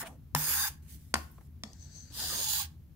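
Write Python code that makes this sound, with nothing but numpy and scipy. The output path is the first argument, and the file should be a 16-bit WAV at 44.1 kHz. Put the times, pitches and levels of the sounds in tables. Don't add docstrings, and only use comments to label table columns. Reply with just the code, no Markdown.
import sys
import numpy as np
from scipy import signal
from scipy.fft import rfft, irfft
from scipy.io import wavfile
from scipy.ndimage import uniform_filter1d, map_coordinates

SR = 44100
rng = np.random.default_rng(int(sys.argv[2]) if len(sys.argv) > 2 else 0)


def store_pcm(level_fs):
    pcm = np.round(np.clip(level_fs, -1, 1) * 32767).astype(np.int16)
    wavfile.write(sys.argv[1], SR, np.atleast_2d(pcm).T)


def decibels_to_gain(level_db):
    exponent = np.asarray(level_db, float) / 20
    return 10 ** exponent


N = 130095
HALF_LR = np.array([[.5], [-.5]])

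# f/Hz, density/dB per Hz
RUMBLE_SPECTRUM = [(30, -29), (77, -2), (105, -15.5), (148, -10.5), (180, -20), (240, -21), (350, -33.5),
                   (800, -63)]
AIR_SPECTRUM = [(300, -32.5), (500, -8.5), (1600, -14), (6300, -20.5), (8500, -25.5), (11500, -15.5),
                (15700, -14)]
RUMBLE_DB, AIR_DB = -50.5, -72
# f/Hz, correlation/1
LIKENESS = [(60, 0.96), (1200, 0.72), (2500, 0.17), (14000, 0.26)]

# t/s, pressure/dB, stone body/dB, table body/dB, left-right/dB
LIFT = [
    (0, -36, -11.5, -45, 1),
    (.03, -44.5, 2.5, 1, -0.5),
    (.048, -62.5, 10, 9, 1.5),
    (.072, -47, 0.5, -9, 2),
    (.09, -58.5, -5, 10, -2),
    (.17, -81.5, -10, 11, 15.5),
]
PUSH = [
    (.357, -34, 7, -26, 0.57),
    (.38, -34, -12.5, -21.5, -0.29),
    (.5, -30.5, -9.5, -22, -0.42),
    (.6, -30.5, -8, -32.5, -0.52),
    (.685, -32.5, -8, -32, -0.56),
    (.705, -48, -9, -10.5, -1.4),
    (.79, -72, -8, -23, -1.7),
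]
TURN = [
    (.82, -65.5, -12, -40.5, 0.64),
    (.87, -64.5, -11.5, -28, .5),
    (.9, -53, -17.5, -30, -1),
    (.95, -53.5, -29, -25.5, -3.5),
    (.98, -63, -24, -30.5, 0.7),
    (1.13, -68, -26.5, -23.5, -1),
]
SETTLE = [
    (1.16, -47, -29, 5, .5),
    (1.3, -67, -12, -28.5, 0.6),
    (1.48, -70.5, -25, -14.5, .5),
]
CREEP = [
    (1.645, -63, -23.5, 8, 1.3),
    (1.78, -64.5, -12.5, -14, 5),
    (1.83, -57.5, -23, -15.5, 5.3),
    (1.89, -62.5, -13.5, -16, 7),
    (1.97, -54.5, -21, -17, 5.5),
    (2.06, -60, -16.5, -20.5, 4.4),
    (2.13, -61.5, -8, -15, 4.5),
]
PULL = [
    (2.1, -66.5, -18, -3, 11),
    (2.14, -44, -15.5, -22, -1),
    (2.2, -35.5, -14.5, -18.5, 0.76),
    (2.415, -34.5, -12, -15, -3),
    (2.445, -33.5, -16, -29, -1.5),
    (2.52, -33, -13.5, -37, -4),
    (2.61, -33.5, -13, -34.5, -3.5),
    (2.655, -44, -8.5, -27, -4),
    (2.7, -81, -7, -42.5, 1),
]
# f/Hz, density/dB per Hz
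PUSH_HISS = [(1500, -39.5), (2200, -14.5), (4000, -6.5), (6700, -1.5), (8000, -3.5), (11600, -1.5),
             (13500, -16), (15700, -3.5)]
TURN_HISS = [(1500, -20.5), (2200, -8.5), (2600, -10.5), (3430, -10), (11200, -4), (15700, -5.5)]
CREEP_HISS = [(2000, -18), (3700, -11.5), (4650, 3), (5350, -8.5), (6300, -4), (8130, -5.5), (9050, -25),
              (15700, -21)]
PULL_HISS = [(1500, -42), (2800, 0.5), (4200, 6), (5800, 3.5), (6800, 1), (10400, 0), (13500, -8.5),
             (15700, -5)]
# f/Hz, width/Hz, push level/dB, pull level/dB
BLADE_MODES = [(3483, 110, -7, -9), (3750, 810, -21, -9.5), (4926, 430, 0.5, -4.5), (6850, 560, -1.5, 2.5),
               (8800, 290, -14.5, 1.5), (11790, 500, -2.5, -1.5), (12700, 400, -2, -4),
               (14800, 1300, 9.5, -4), (15100, 260, -30, -1.5)]
# f/Hz, width/Hz, level/dB
CREEP_MODES = [(4770, 190, -5), (6180, 82, 20), (11800, 190, -6)]
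STONE_MODES = [(859, 130, 2), (1107, 150, 1.5), (1655, 685, 9), (2360, 2100, 5.5)]
TABLE_MODES = [(270, 287, 3.5), (465, 450, 2), (659, 394, 0.5)]
# t/s, half length/s, start f/Hz, end f/Hz, level/dB
SWELLS = [(0.0383, 0.019, 720, 620, -50), (0.069, 0.026, 617, 720, -52.5), (0.104, 0.0245, 740, 760, -55.5),
          (.07, .018, 8700, 8700, -57), (.07, 0.017, 18000, 25000, -48), (0.41, 0.065, 14400, 14600, -46),
          (0.412, 0.067, 11700, 12500, -40.5), (0.516, .07, 11400, 11500, -37.5),
          (.52, 0.07, 12400, 12700, -42), (0.45, 0.046, 8900, 8900, -41), (0.557, .05, 9040, 9300, -40.5),
          (0.61, .05, 9600, 10100, -40.5), (.66, .05, 18000, 18000, -43), (0.635, .07, 6600, 6270, -44.5),
          (0.64, .061, 4750, 4890, -44), (0.626, 0.072, 3790, 3590, -44), (.63, 0.049, 1600, 1650, -52),
          (1.685, .05, 3950, 5050, -65), (1.83, 0.029, 6150, 6150, -62), (1.99, 0.068, 6150, 6200, -60),
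          (2.28, 0.16, 4900, 4850, -45), (2.43, 0.15, 6400, 7000, -44), (2.18, 0.048, 12800, 11000, -52.5),
          (2.2, 0.048, 9900, 10000, -50.5), (2.3, .04, 15400, 15700, -51.5), (2.4, 0.06, 9000, 9100, -54),
          (2.8, 0.083, 9120, 8880, -44.5), (2.53, 0.095, 10900, 11800, -42),
          (2.42, 0.041, 12500, 12450, -47), (2.5, .05, 16000, 14500, -47),
          (2.6, 0.067, 15200, 15100, -47.5), (2.54, .1, 4130, 3950, -46.5),
          (2.32, 0.045, 1260, 1185, -47.5), (2.47, 0.039, 897, 840, -50.5), (2.593, 0.095, 830, 810, -61.5)]
SWELL_HZ, SWELL_Q = 60, 16
GRAINS_PER_S, GRAIN_SPREAD_DB, CHATTER_DB = 9000, 2.5, 1
BLADE_DB, CREEP_RING_DB = 0.5, 1
RING_DB_PER_DB = 1.2
BLADE_DRIFT_DB, BODY_DRIFT_DB, DRIFT_S = -0.5, 2.5, 0.033
LAG_S, LAG_S_PER_DB = .00007, -.00005
ECHO_DB, ECHO_S, ECHO_DRIFT_S = -6, .0005, .00004

# t/s, blow/dB, crack/dB, brightness/Hz
TAPS = [
    (0.349, -15.5, -19.5, 15100),
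    (1.1406, -13, -14, 9000),
    (1.1554, -20, -30, 4450),
    (1.6354, -32.5, -31, 8300),
]
# f/Hz, level/dB, t60/s
TAP_MODES = [
    [(953, 0, 0.021), (1780, -7, 0.015), (3880, -20, 0.018), (5270, -0.5, 0.0097), (7170, -7.5, .017),
     (11900, -2.5, .008), (14800, -13.5, .007)],
    [(1071, 0.5, .014), (1448, -0.5, .012), (1750, -5.5, .012), (2610, -15, 0.024), (4520, -9, 0.017),
     (6390, -9, 0.012), (8640, -12, .011)],
    [(650, -4, 0.022), (1150, -4, 0.016), (1840, -3, 0.017), (3430, -1, 0.017), (4470, -8.5, 0.01),
     (5410, 1, .015), (7190, -7, .008)],
]
CRACK_S, CRACK_PAN_DB = 0.017, 4.5
# t/s, f/Hz, level/dB, t60/s
THUMPS = [
    (.35, 150, -27.5, 0.32),
    (.35, 248, -36, 0.17),
    (1.144, 73.2, -34.5, 0.38),
    (1.142, 222, -37, 0.19),
    (1.637, 212, -39, 0.13),
]
# t/s, level/dB, low f/Hz, high f/Hz, t60/s
TICKS = [
    (1.1666, -46, 901, 7001, .021),
    (1.3121, -53, 11701, 15501, 0.045),
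    (1.3791, -50.5, 331, 1250, 0.042),
    (1.4071, -53.5, 323, 1300, 0.047),
    (1.7321, -42.5, 4241, 8000, 0.0111),
]

# f/Hz, t60/s
ROOM_T60 = [(150, 0.48), (4000, 0.28), (15000, 0.2)]
ROOM_STROKE_DB, ROOM_TAP_DB = -18, -13.5
# f/Hz, left-right/dB
MIC_COLOUR = [(500, 0), (2800, -1), (5500, 4), (10000, -3)]
MIC_EDGE_HZ = 15750


def evened(x):
    return x / np.sqrt(np.mean(x ** 2) + 1e-20)


def read(points, hz):
    f, value = np.transpose(points)
    return np.interp(np.log(hz + 1), np.log(f + 1), value)


def add(mix, start_s, sound):
    part = mix[:, round(start_s * SR):][:, :sound.shape[1]]
    part += sound[:, :part.shape[1]]


def coloured(x, points):
    count = x.shape[-1]
    gain = decibels_to_gain(read(points, np.fft.rfftfreq(count, 1 / SR)))
    return irfft(rfft(x) * gain, count)


def paired(a, b):
    same = np.clip(read(LIKENESS, np.fft.rfftfreq(len(a), 1 / SR)), -1, 1)
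    right = same * rfft(a) + np.sqrt(1 - same ** 2) * rfft(b)
    return np.array([a, irfft(right, len(a))])


def paired_noise(count):
    return paired(*rng.standard_normal((2, count)))


def wander(count, seconds):
    size = max(int(seconds * SR), 2)
    smooth = uniform_filter1d(rng.standard_normal(count), size)
    return evened(uniform_filter1d(smooth, size))


def late(x, lag_s):
    at = np.arange(len(x)) - lag_s * SR
    return map_coordinates(x, at[None], order=5)


def delayed(x, lag_s):
    return np.array([late(x[0], lag_s), x[1]])


def floor():
    count = N + N % 2
    rumble = evened(coloured(paired_noise(count), RUMBLE_SPECTRUM))
    rumble = rumble * decibels_to_gain(RUMBLE_DB + 1.5 * wander(count, 0.016))
    air = evened(coloured(paired_noise(count), AIR_SPECTRUM)) * decibels_to_gain(AIR_DB)
    return (rumble * decibels_to_gain(1.6 * HALF_LR) + air)[:, :N]


def grit_clicks(count):
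    hit, size, sign = rng.random((2, SR, 3))[:, :count].T
    size_gain = decibels_to_gain(-GRAIN_SPREAD_DB * np.log(size + 0.067))
    grains = (hit < GRAINS_PER_S / SR) * np.sign(sign - .5) * size_gain
    return paired(*(grains.T * decibels_to_gain(CHATTER_DB * wander(count, 0.0027))))


def body(x, modes, drift_db, passes):
    out = 0
    for hz, width_hz, db in modes:
        section = np.concatenate(signal.iirpeak(hz, hz / max(width_hz, 20), SR))
        ring = evened(signal.sosfilt(np.array([section] * passes), x))
        out = out + decibels_to_gain(db + drift_db * wander(x.shape[1], DRIFT_S)) * ring
    return evened(out)


def notched(x):
    out = []
    for channel, stretch in zip(x, (1, 1.3)):
        lag_s = ECHO_S * stretch + ECHO_DRIFT_S * wander(len(channel), 0.089)
        out.append(channel + decibels_to_gain(ECHO_DB) * late(channel, lag_s))
    return np.array(out)


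def swells(grit, t):
    out = np.zeros_like(grit)
    for mid_s, half_s, from_hz, to_hz, db in SWELLS:
        if t[0] < mid_s < t[-1]:
            u = np.clip((t - mid_s) / half_s, -1, 1)
            hz = from_hz + (to_hz - from_hz) * (u + 1) / 2
            turn = np.exp(2j * np.pi * np.cumsum(hz) / SR)
            r = np.exp(-np.pi * (SWELL_HZ + to_hz / SWELL_Q) / SR)
            ring = (turn * signal.lfilter([1], [1, -2 * r, r * r], grit / turn)).real
            out += decibels_to_gain(db) * np.cos(np.pi * u / 2) * evened(ring)
    return out


def stroke(curve, hiss, ring_modes, ring_db):
    s, db, stone_db, table_db, pan_db = np.transpose(curve)
    t = np.arange(2 * int((s[-1] - s[0]) * SR / 2)) / SR + s[0]
    pan_db = np.interp(t, s, pan_db)
    pan = decibels_to_gain(pan_db * HALF_LR)
    lag_s = np.clip(LAG_S + LAG_S_PER_DB * pan_db, 0, 1)
    grit = delayed(grit_clicks(len(t)), lag_s)

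    ring = body(grit, ring_modes, BLADE_DRIFT_DB, passes=1)
    ring = coloured(ring, [(1500, -30), (3000, 0), (16000, 0)])
    firm_db = RING_DB_PER_DB * np.interp(t, s, db - db.max())
    hiss = evened(coloured(notched(grit), hiss))
    edge = evened(hiss + decibels_to_gain(ring_db + firm_db) * ring)

    low = decibels_to_gain(np.interp(t, s, stone_db)) * body(grit, STONE_MODES, BODY_DRIFT_DB, passes=2)
    low += decibels_to_gain(np.interp(t, s, table_db)) * body(grit, TABLE_MODES, BODY_DRIFT_DB, passes=2)

    fade_in = (t - s[0] + (s[0] < .01)) / 0.004
    ends = np.clip(np.minimum(fade_in, (t[-1] - t) / 0.0082), 0, 1)
    sound = (edge * pan + low) * decibels_to_gain(np.interp(t, s, db))
    return s[0], (sound + swells(grit, t) * pan) * ends


def tap(start_s, blow_db, crack_db, bright_hz, modes):
    t = np.arange(int(.2 * SR)) / SR

    def ring(detune):
        return sum(decibels_to_gain(db - 60 * t / t60) * np.sin(2 * np.pi * hz * detune * t) for hz, db, t60 in modes)

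    crack = paired_noise(len(t)) * decibels_to_gain(crack_db - 60 * t / CRACK_S + 2 * CRACK_PAN_DB * HALF_LR)
    blow = crack + decibels_to_gain(blow_db) * np.array([ring(0.99), ring(1.02)])
    blow = np.minimum(t / 0.00039, 1) * blow
    lowpass = signal.butter(2, min(bright_hz, 20000), fs=SR)
    return start_s, delayed(signal.lfilter(*lowpass, blow), .0001)


def thump(start_s, hz, db, t60):
    t = np.arange(SR // 2) / SR
    envelope = decibels_to_gain(db - 60 * t / t60 + HALF_LR) * np.minimum(t / 0.0042, 1)
    return start_s, envelope * np.sin(2 * np.pi * hz * t)


def tick(start_s, db, low_hz, high_hz, t60):
    t = np.arange(4410) / SR
    burst = paired_noise(len(t)) * decibels_to_gain(-60 * t / t60) * np.minimum(t / (0.082 * t60), 1)
    band = signal.butter(2, [low_hz, high_hz], "bandpass", fs=SR, output="sos")
    same_power = np.sqrt(SR / 2 / (high_hz - low_hz))
    return start_s, decibels_to_gain(db) * signal.sosfilt(band, burst) * same_power


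def room(x):
    echoes = np.zeros((2, SR // 2))
    slots = np.arange(200, SR // 2 - 20, 20)
    at = slots + rng.integers(0, 20, (2, len(slots)))
    np.put_along_axis(echoes, at, rng.choice([-1., 1.], at.shape), 1)
    hz, t, z = signal.stft(echoes, SR, nperseg=256)
    decay = decibels_to_gain(-60 * t / read(ROOM_T60, hz)[:, None])
    tail = signal.istft(z * decay, SR, nperseg=256)[1]
    return signal.fftconvolve(x, tail / np.linalg.norm(tail[0]), axes=1)[:, :N]


def scene():
    rub, taps, table = np.zeros((3, 2, N))
    push = [(hz, width_hz, push_db) for hz, width_hz, push_db, _ in BLADE_MODES]
    pull = [(hz, width_hz, pull_db) for hz, width_hz, _, pull_db in BLADE_MODES]
    strokes = [(LIFT, PUSH_HISS, push[4:], BLADE_DB - 3),
               (PUSH, PUSH_HISS, push, BLADE_DB),
               (TURN, TURN_HISS, pull, BLADE_DB - 15.5),
               (SETTLE, TURN_HISS, push, BLADE_DB - 24.5),
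               (CREEP, CREEP_HISS, CREEP_MODES, CREEP_RING_DB),
               (PULL, PULL_HISS, pull, BLADE_DB)]
    for row in strokes:
        add(rub, *stroke(*row))
    for row, landing in zip(TAPS, (0, 1, 1, 2)):
        add(taps, *tap(*row, TAP_MODES[landing]))
    for row in TICKS:
        add(taps, *tick(*row))
    for row in THUMPS:
        add(table, *thump(*row))
    reflected = room(decibels_to_gain(ROOM_STROKE_DB) * rub + decibels_to_gain(ROOM_TAP_DB) * taps)
    return rub + taps + table + reflected + floor()


def top_cut(x):
    return signal.sosfilt(signal.butter(12, 16940, fs=SR, output="sos"), x)


def record(dry):
    even = np.pad(dry, ((0, 0), (0, N % 2)))
    left, right = [coloured(channel, [(hz, side * db) for hz, db in MIC_COLOUR])
                   for channel, side in zip(even, (.5, -.5))]
    mics = np.array([left, right])[:, :N]
    lowpass = signal.firwin(511, MIC_EDGE_HZ, window=("kaiser", 9), fs=SR)
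    mix = signal.oaconvolve(mics, lowpass[None], "same")
    return top_cut(mix)


dry = scene()
out = record(dry)
store_pcm(out)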